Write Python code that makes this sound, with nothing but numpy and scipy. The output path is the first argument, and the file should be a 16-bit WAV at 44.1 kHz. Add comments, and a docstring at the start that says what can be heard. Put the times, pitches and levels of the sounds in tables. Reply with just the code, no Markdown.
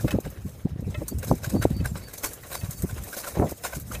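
"""On a grassy track strewn with dry leaves, a walker leads a dog that pulls a small wooden cart.
Shoes and paws crunch the leaves, scuff the turf, land with hollow clops and flick single leaves aside.
The wheels rustle and rumble, rattling contacts ring the cart's frame, and something squeaks thinly.
Wind thumps on the microphone in short gusts over a low breeze."""
import sys
import numpy as np
from scipy import signal
from scipy.fft import rfft, irfft, next_fast_len
from scipy.io import wavfile
from scipy.ndimage import uniform_filter1d, map_coordinates

SR = 44100
rng = np.random.default_rng(int(sys.argv[2]) if len(sys.argv) > 2 else 0)


def wav_out(sig):
    """Save sig, one row per channel (or a flat mono array), as 16-bit PCM at SR to the path in sys.argv[1]."""
    wavfile.write(sys.argv[1], SR, np.round(np.clip(np.atleast_2d(sig).T, -1, 1) * 32767).astype(np.int16))


N = 176400


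def footsteps(clump_db=2.0):
    """Every footfall crushes leaves and scuffs the turf under them."""
    # shoes and paws landing (peak time [s], rise [s], fade [s], leaf crunch [dB], turf scuff [dB])
    steps = [(0.013, 0.012, 0.038, -43, -64), (0.082, 0.004, 0.016, -43, -33),
             (0.108, 0.0016, 0.017, -36, -34.5), (0.253, 0.0081, 0.033, -49, -44),
             (.5, 0.048, 0.035, -51, -67), (.91, 0.01, 0.0057, -50, -73), (.985, 0.014, 0.044, -52, -62),
             (1.234, 0.0071, 0.017, -42, -38.5), (1.281, 0.013, 0.041, -38.5, -45.5),
             (1.447, 0.015, 0.024, -36.5, -37), (1.496, 0.0045, 0.036, -38.5, -46),
             (1.627, 0.0087, 0.017, -34.5, -30.5), (1.708, 0.0065, 0.0034, -43.5, -47.5),
             (1.858, 0.0082, 0.0087, -35.5, -33), (1.88, 0.027, 0.029, -45, -67),
             (1.958, 0.0038, 0.017, -52, -38), (1.975, 0.015, 0.038, -46.5, -51),
             (2.084, 0.004, 0.034, -45.5, -47.5), (2.139, .006, 0.014, -37.5, -44),
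             (2.186, 0.0084, 0.015, -37, -53), (2.244, 0.0087, 0.02, -24.5, -29.5),
             (2.442, 0.0089, 0.025, -52, -44.5), (2.526, 0.024, 0.022, -43, -44),
             (2.555, 0.03, 0.014, -32.5, -36), (2.651, 0.015, 0.018, -43.5, -44.5),
             (2.733, 0.033, 0.01, -42.5, -52), (2.896, 0.007, 0.028, -45, -45.5),
             (2.982, 0.0078, 0.015, -44.5, -44.5), (3.091, 0.025, 0.012, -44.5, -49.5),
             (3.131, 0.0027, 0.02, -35, -38.5), (3.173, 0.005, 0.02, -30.5, -36.5),
             (3.197, 0.015, .02, -35.5, -52), (3.247, .012, 0.012, -44, -36),
             (3.281, 0.015, 0.019, -35, -37.5), (3.357, 0.013, 0.035, -49, -39),
             (3.496, 0.0089, 0.021, -37.5, -42.5), (3.647, 0.0086, 0.025, -29, -28.5),
             (3.734, 0.014, 0.022, -40.5, -38.5), (3.757, 0.013, 0.018, -36, -49),
             (3.918, 0.0015, 0.019, -41.5, -42), (3.947, 0.026, 0.015, -36.5, -38.5)]
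    # tone of crushed leaves (frequency [Hz], level [dB])
    leaf_colour = [(200, 0), (600, 5), (1400, -15), (2400, -7.5), (3200, -11), (4400, -1), (5700, 0.5),
                   (6400, 2), (8200, 4), (11500, 0.5), (12700, 5.5), (14000, 0), (15200, 0.5)]
    # tone of scuffed turf (frequency [Hz], level [dB])
    turf_colour = [(80, -5), (250, -6), (580, 9), (850, -0.5), (1080, 5), (1260, -3.5), (1500, 5),
                   (1850, -2.5), (2300, -1), (3100, -10.5), (3900, -10), (5000, -15), (12000, -39)]
    crunch_power, scuff_power = np.zeros(N), np.zeros(N)
    for at, rise, fade, crunch_db, scuff_db in steps:
        force = press(at, rise, fade)
        crunch_power += (amp(crunch_db) * force) ** 2
        scuff_power += (amp(scuff_db) * force) ** 2
    crunch = np.sqrt(crunch_power) * crackle(leaf_colour)
    scuff = np.sqrt(scuff_power) * crackle(turf_colour)
    return (crunch + scuff) * amp(clump_db * wobble(220))


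def clops(roughness_hz=228, rise_s=0.0045, fade_s=0.0049):
    """A foot that lands squarely, or a faint knock, gives a short, rough, hollow ring in one broad resonance."""
    # square landings, plus a faint knock at 0.674 s (peak time [s], level [dB], pitch [Hz])
    landings = [(.083, -51, 1553), (0.253, -44, 1600), (0.674, -43, 694), (1.235, -38.5, 1550),
                (1.45, -33.5, 1600), (1.631, -45, 1490), (1.855, -28.5, 1570), (1.956, -46, 1560),
                (2.08, -49.5, 1650), (2.437, -44, 1900), (2.524, -54, 1850), (2.899, -41, 1480),
                (2.982, -45.5, 1530), (3.132, -33, 1500), (3.175, -32, 582), (3.249, -43, 1454),
                (3.274, -35, 1375), (3.649, -32.5, 1407), (3.736, -34, 1510), (3.918, -34.5, 1320)]
    out = np.zeros(N)
    roughness = wobble(roughness_hz) + 1j * wobble(roughness_hz)  # smears a tone into a band
    for at, db, hz in landings:
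        force = press(at, rise_s, fade_s)
        ring = force * np.real(roughness * np.exp(2j * np.pi * hz * clock()))
        out += amp(db) * ring * np.linalg.norm(force) / np.linalg.norm(ring)
    return out


def leaf_flicks(rise_s=0.00059, fade_s=0.011):
    """Feet flick single dry leaves, each a short bright swish."""
    # flicked leaves (peak time [s], level [dB])
    flicks = [(0.203, -38.5), (.302, -42.5), (.807, -50.5), (1.082, -26.5), (1.186, -36), (1.245, -35.5),
              (1.353, -39.5), (1.381, -45), (1.766, -46), (2.334, -33), (2.484, -44), (2.709, -29),
              (2.822, -30.5), (3.037, -36.5), (3.51, -36), (3.799, -36.5)]
    # tone of a flicked leaf (frequency [Hz], level [dB])
    flick_colour = [(500, -13), (1500, -7.5), (3200, -21.5), (4000, -14.5), (5600, -10), (6400, -4),
                    (7200, -3), (8000, 0), (9800, -4.5), (11500, -5.5), (12600, 6), (13600, -7),
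                    (15200, -3)]
    envelope = sum(amp(db) * press(at, rise_s, fade_s) for at, db in flicks)
    return envelope * crackle(flick_colour)


def wheels(rustle_bumps_db=3.0, rumble_bumps_db=2.5):
    """The wheels roll unevenly, rustling through leaves and rumbling over turf."""
    # level curves of the roll (time [s], leaf rustle [dB], turf rumble [dB])
    roll = [(0, -45.5, -43.5), (.18, -57, -51.5), (.42, -58, -52), (.62, -62, -53.5), (.76, -70, -54.5),
            (0.901, -55.5, -51.5), (1.03, -52.5, -49.5), (1.16, -55, -55), (1.4, -57, -50),
            (1.57, -52, -51), (1.75, -55, -49.5), (1.93, -51.5, -50), (2.06, -55.5, -53),
            (2.3, -45.5, -48.5), (2.42, -50.5, -50), (2.8, -47.5, -51), (3.2, -45.5, -46.5),
            (3.56, -50, -51.5), (4, -51.5, -50)]
    # tone of leaves under the wheels (frequency [Hz], level [dB])
    rustle_colour = [(500, -3), (2000, -13), (3200, -16), (4500, -3.5), (5600, -1), (7000, 4), (10000, 3.5),
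                     (12700, 4), (15200, 3.5)]
    # tone of turf under the wheels (frequency [Hz], level [dB])
    rumble_colour = [(60, -8), (200, 1), (550, 3), (900, -6.5), (1500, -7.5), (2500, -11), (4000, -18),
                     (10000, -25.5)]
    times, rustle_db, rumble_db = np.transpose(roll)
    rustle = amp(np.interp(clock(), times, rustle_db) + rustle_bumps_db * wobble(55))
    rustle *= crackle(rustle_colour)
    rumble = amp(np.interp(clock(), times, rumble_db) + rumble_bumps_db * wobble(40))
    rumble *= crackle(rumble_colour)
    return rustle + rumble


def cart_knocks(rattle_s=0.0032, reach_octaves=1.42):
    """A brief rattling contact rings the cart's wooden frame, favouring the modes near its focus."""
    # contacts on the frame (time [s], strength [dB], focus [Hz])
    knocks = [(0.08, -39.5, 1240), (.106, -29.5, 5600), (.943, -35, 1370), (1.8, -47, 3900),
              (2.61, -44.5, 3300), (3.947, -36, 4600)]
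    # modes of the frame (frequency [Hz], relative level [dB], time to fall 60 dB [s])
    wood_modes = [(596, 7.5, 0.098), (1054, -10, 0.055), (1333, -5.5, 0.076), (1882, -4.5, 0.095),
                  (2070, 0.5, 0.035), (2582, 2.5, 0.083), (3040, -0.5, 0.022), (3360, -9.5, 0.018)]
    out, t = np.zeros(N + SR), np.arange(SR // 4) / SR
    for at, db, focus_hz in knocks:
        contact = rng.standard_normal(len(t)) * t / rattle_s * np.exp(-t / rattle_s)
        for hz, mode_db, t60 in wood_modes:
            mode = np.sin(2 * np.pi * hz * t) * amp(-60 * t / t60)
            ring = signal.fftconvolve(contact, mode)[:len(t)]
            gain = amp(db + mode_db) / (1 + (np.log2(hz / focus_hz) / reach_octaves) ** 2)
            out[round(at * SR):][:len(t)] += gain * ring / np.abs(ring).max()
    return out[:N]


def squeaks(slide_share=0.025, waver_share=0.012, rasp_db=3.0):
    """Faint raspy whistles, perhaps of a wheel, slide up in pitch and sag a little."""
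    # thin squeaks (midpoint [s], length [s], pitch [Hz], level [dB])
    whistles = [(1.11, 0.052, 4550, -51), (1.301, 0.042, 4530, -52), (1.586, 0.082, 4540, -47.5),
                (1.775, 0.093, 4560, -47.5), (1.888, .07, 7400, -49), (2.053, 0.075, 4530, -49.5),
                (2.268, 0.063, 4460, -46), (2.578, 0.075, 4530, -46), (2.78, 0.11, 4530, -55)]
    out, waver = np.zeros(N), waver_share * wobble(1100)
    for at, length, hz, db in whistles:
        progress = np.clip(2 * (clock() - at) / length, -1, 1)
        arch = 1 / 4 - np.minimum(progress, progress / 2) ** 2
        pitch = hz * (1 + slide_share * arch + waver)
        out += amp(db) * (1 - progress ** 2) * np.sin(2 * np.pi * np.cumsum(pitch) / SR)
    return out * unit(amp(rasp_db * wobble(320)))


def wind_gusts(skirt_share=0.77):
    """Turbulence thumps on the microphone; each gust is duller as it builds and dies."""
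    # gusts (peak time [s], time scale [s], level [dB], upper edge at the peak [Hz])
    gusts = [(0.05, 0.0067, -15, 400), (0.149, 0.013, -18.5, 386), (0.265, 0.0046, -26, 427),
             (0.458, 0.0098, -27.5, 208), (.657, 0.0035, -15.5, 283), (0.727, 0.0039, -29.5, 138),
             (.762, 0.0028, -28.5, 260), (0.796, 0.0032, -24.5, 287), (0.828, 0.0033, -29, 344),
             (0.881, 0.0091, -24.5, 284), (0.987, 0.0057, -25.5, 242), (1.021, 0.0057, -27, 536),
             (1.124, 0.0063, -28.5, 390), (1.153, 0.0026, -21, 197), (1.177, 0.003, -22, 140),
             (1.192, 0.0018, -29.5, 236), (1.283, 0.0081, -29, 245), (1.319, 0.0087, -14.5, 480),
             (1.477, 0.0062, -24, 216), (1.55, 0.018, -19, 430), (1.566, 0.0027, -21, 780),
             (1.601, 0.0059, -21.5, 152), (1.656, 0.0051, -16.5, 300), (1.711, 0.0047, -18, 298),
             (1.768, 0.0046, -27.5, 326), (1.81, 0.0074, -19.5, 220), (1.831, 0.0048, -19, 130),
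             (1.861, 0.0042, -22.5, 136), (1.918, 0.0035, -24, 253), (2.64, 0.0087, -25.5, 160),
             (2.693, 0.004, -25, 160), (2.843, 0.0043, -17.5, 298), (2.931, 0.0074, -26.5, 135),
             (3.373, 0.0025, -21, 650), (3.384, 0.0048, -23, 610), (3.399, 0.0048, -15, 585),
             (3.428, 0.015, -18.5, 760), (3.52, 0.0028, -27.5, 393), (3.775, 0.01, -30.5, 257),
             (3.905, 0.005, -35.5, 237)]
    out = np.zeros(N)
    for at, span, db, edge_hz in gusts:
        near = slice(max(0, round(at * SR) - SR // 8), round(at * SR) + SR // 8)
        swell = press(at, rise=1.24 * span, fade=1.55 * span)[near]
        air = swell * rng.standard_normal(SR // 2)[:len(swell)]
        core = gust_band(air * swell, edge_hz)
        skirt = gust_band(air * (1 - swell), skirt_share * edge_hz)
        gust = core + skirt
        effective_samples = np.sqrt(np.pi) * span * SR
        out[near] += amp(db) * gust * np.sqrt(effective_samples) / np.linalg.norm(gust)
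    return out


def gust_band(air, edge_hz, edge_order=3.3, low_hz=56.6, knee_hz=130):
    """Shape noise into a bass thump: a high cut, a low cut and a gentle downward tilt."""
    def response(hz):
        high_cut = 1 + (hz / edge_hz) ** (2 * edge_order)
        low_cut = 1 + (low_hz / (hz + 1)) ** 8
        tilt = 1 + hz / knee_hz
        return 1 / np.sqrt(high_cut * low_cut * tilt)
    return filtered(air, response)


def eddy_pops():
    """Single hard eddies hit the microphone port, each one pressure pulse."""
    # eddies (time [s], peak level [dB], centre [Hz])
    pops = [(0.1876, -11.5, 402), (1.3147, -7, 623), (1.654, -4, 463), (3.398, -22, 1240),
            (3.523, -23, 485)]
    out = np.zeros(N)
    for at, db, hz in pops:
        phase = np.pi * hz * (clock() - at)
        out -= amp(db) * (1 - 2 * phase ** 2) * np.exp(-np.minimum(phase ** 2, 50))
    return out


def breeze(lumps_db=3, lift_db=3):
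    """Moving air lays a low, lumpy rumble on the microphone."""
    # level curve of the breeze (time [s], level before lift and lumps [dB])
    swells = [(0, -34.5), (.2, -39.5), (.35, -43.5), (.58, -44.5), (.75, -41), (1.05, -44.5), (1.25, -37),
              (1.4, -42), (1.7, -35), (1.95, -36.5), (2.15, -53.5), (2.55, -49), (2.75, -44.5), (3.02, -43),
              (3.17, -64), (3.45, -42), (3.58, -54), (3.72, -50.5), (3.79, -37.5), (4, -41.5)]
    # tone of the breeze (frequency [Hz], level [dB])
    breeze_colour = [(20, -38), (35, -19), (55, -0.5), (110, -2.5), (200, -13), (350, -31), (700, -55),
                     (2000, -66)]
    level_db = np.interp(clock(), *np.transpose(swells)) + lift_db + lumps_db * wobble(23)
    return amp(level_db) * coloured(rng.standard_normal(N), breeze_colour)


def crackle(colour, grains_per_s=4000, spread_db=3.5, smooth_share=0.61):
    """Dense tiny fractures of random size over smooth rubbing noise, at rms 1."""
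    sizes = amp(spread_db * np.minimum(rng.exponential(size=N), 4)) * rng.choice([-1, 1], N)
    grains = unit(sizes * (rng.random(N) < grains_per_s / SR))
    rubbing = rng.standard_normal(N)
    texture = np.sqrt(1 - smooth_share) * grains + np.sqrt(smooth_share) * rubbing
    return coloured(patchy(texture), colour)


def patchy(x, depth_db=3):
    """Each leaf has its own colour: the tone shifts at random from moment to moment."""
    spectra = signal.stft(x, nperseg=512)[2]
    patches = uniform_filter1d(rng.standard_normal(spectra.shape), size=6, axis=0)  # across frequency
    patches = uniform_filter1d(patches, size=4, axis=1)  # across time
    return signal.istft(spectra * amp(depth_db * unit(patches)), nperseg=512)[1][:N]


def press(at, rise, fade, steepness=1.5):
    """Envelope of a contact: a quick swell to its peak, then an exponential fade."""
    t = clock() - at
    depth = np.where(t < 0, np.abs(t / rise) ** steepness, t / fade)
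    return np.exp(-np.minimum(depth, 20))


def coloured(x, points):
    """x through an EQ curve of (frequency [Hz], level [dB]) points, at rms 1."""
    points_hz, db = np.transpose(points)
    return unit(filtered(x, lambda hz: amp(np.interp(np.log(hz + 1), np.log(points_hz), db))))


def filtered(x, response):
    """x through a filter given as gain against frequency."""
    size = next_fast_len(len(x) + 8192)
    return irfft(rfft(x, size) * response(np.fft.rfftfreq(size, 1 / SR)), size)[:len(x)]


def wobble(rate):
    """A smooth random curve, rate knots a second."""
    return map_coordinates(rng.standard_normal(4096), [clock() * rate], mode="wrap")


def amp(db):
    """Decibels to gain."""
    return 10 ** (np.asarray(db) / 20)


def unit(x):
    """Scale to rms 1."""
    return x / np.sqrt(np.mean(x ** 2) + 1e-20)


def clock():
    """Time of every sample, in seconds."""
    return np.arange(N) / SR


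def scene():
    """Feet, cart and wind in the open field, in mono."""
    feet = footsteps() + clops() + leaf_flicks()
    cart = wheels() + cart_knocks() + squeaks()
    wind = breeze() + wind_gusts() + eddy_pops()
    return (feet + cart + wind)[None]


def record(dry, top_hz=15350):
    """The microphone housing colours the treble; nothing passes above the band limit."""
    # narrow resonances of the housing (centre [Hz], half width [Hz], boost [dB])
    housing = [(3880, 106, 7), (5220, 35, 9.5), (6280, 180, 5), (6700, 17, 3.5), (8100, 21, 10),
               (8400, 22, 2), (10020, 60, 4.5)]

    def response(hz):
        boost_db = sum(db / (1 + ((hz - centre) / width) ** 2) for centre, width, db in housing)
        return amp(boost_db) * (hz < top_hz)
    return filtered(dry[0], response)[None]


dry = scene()
out = record(dry)
wav_out(out)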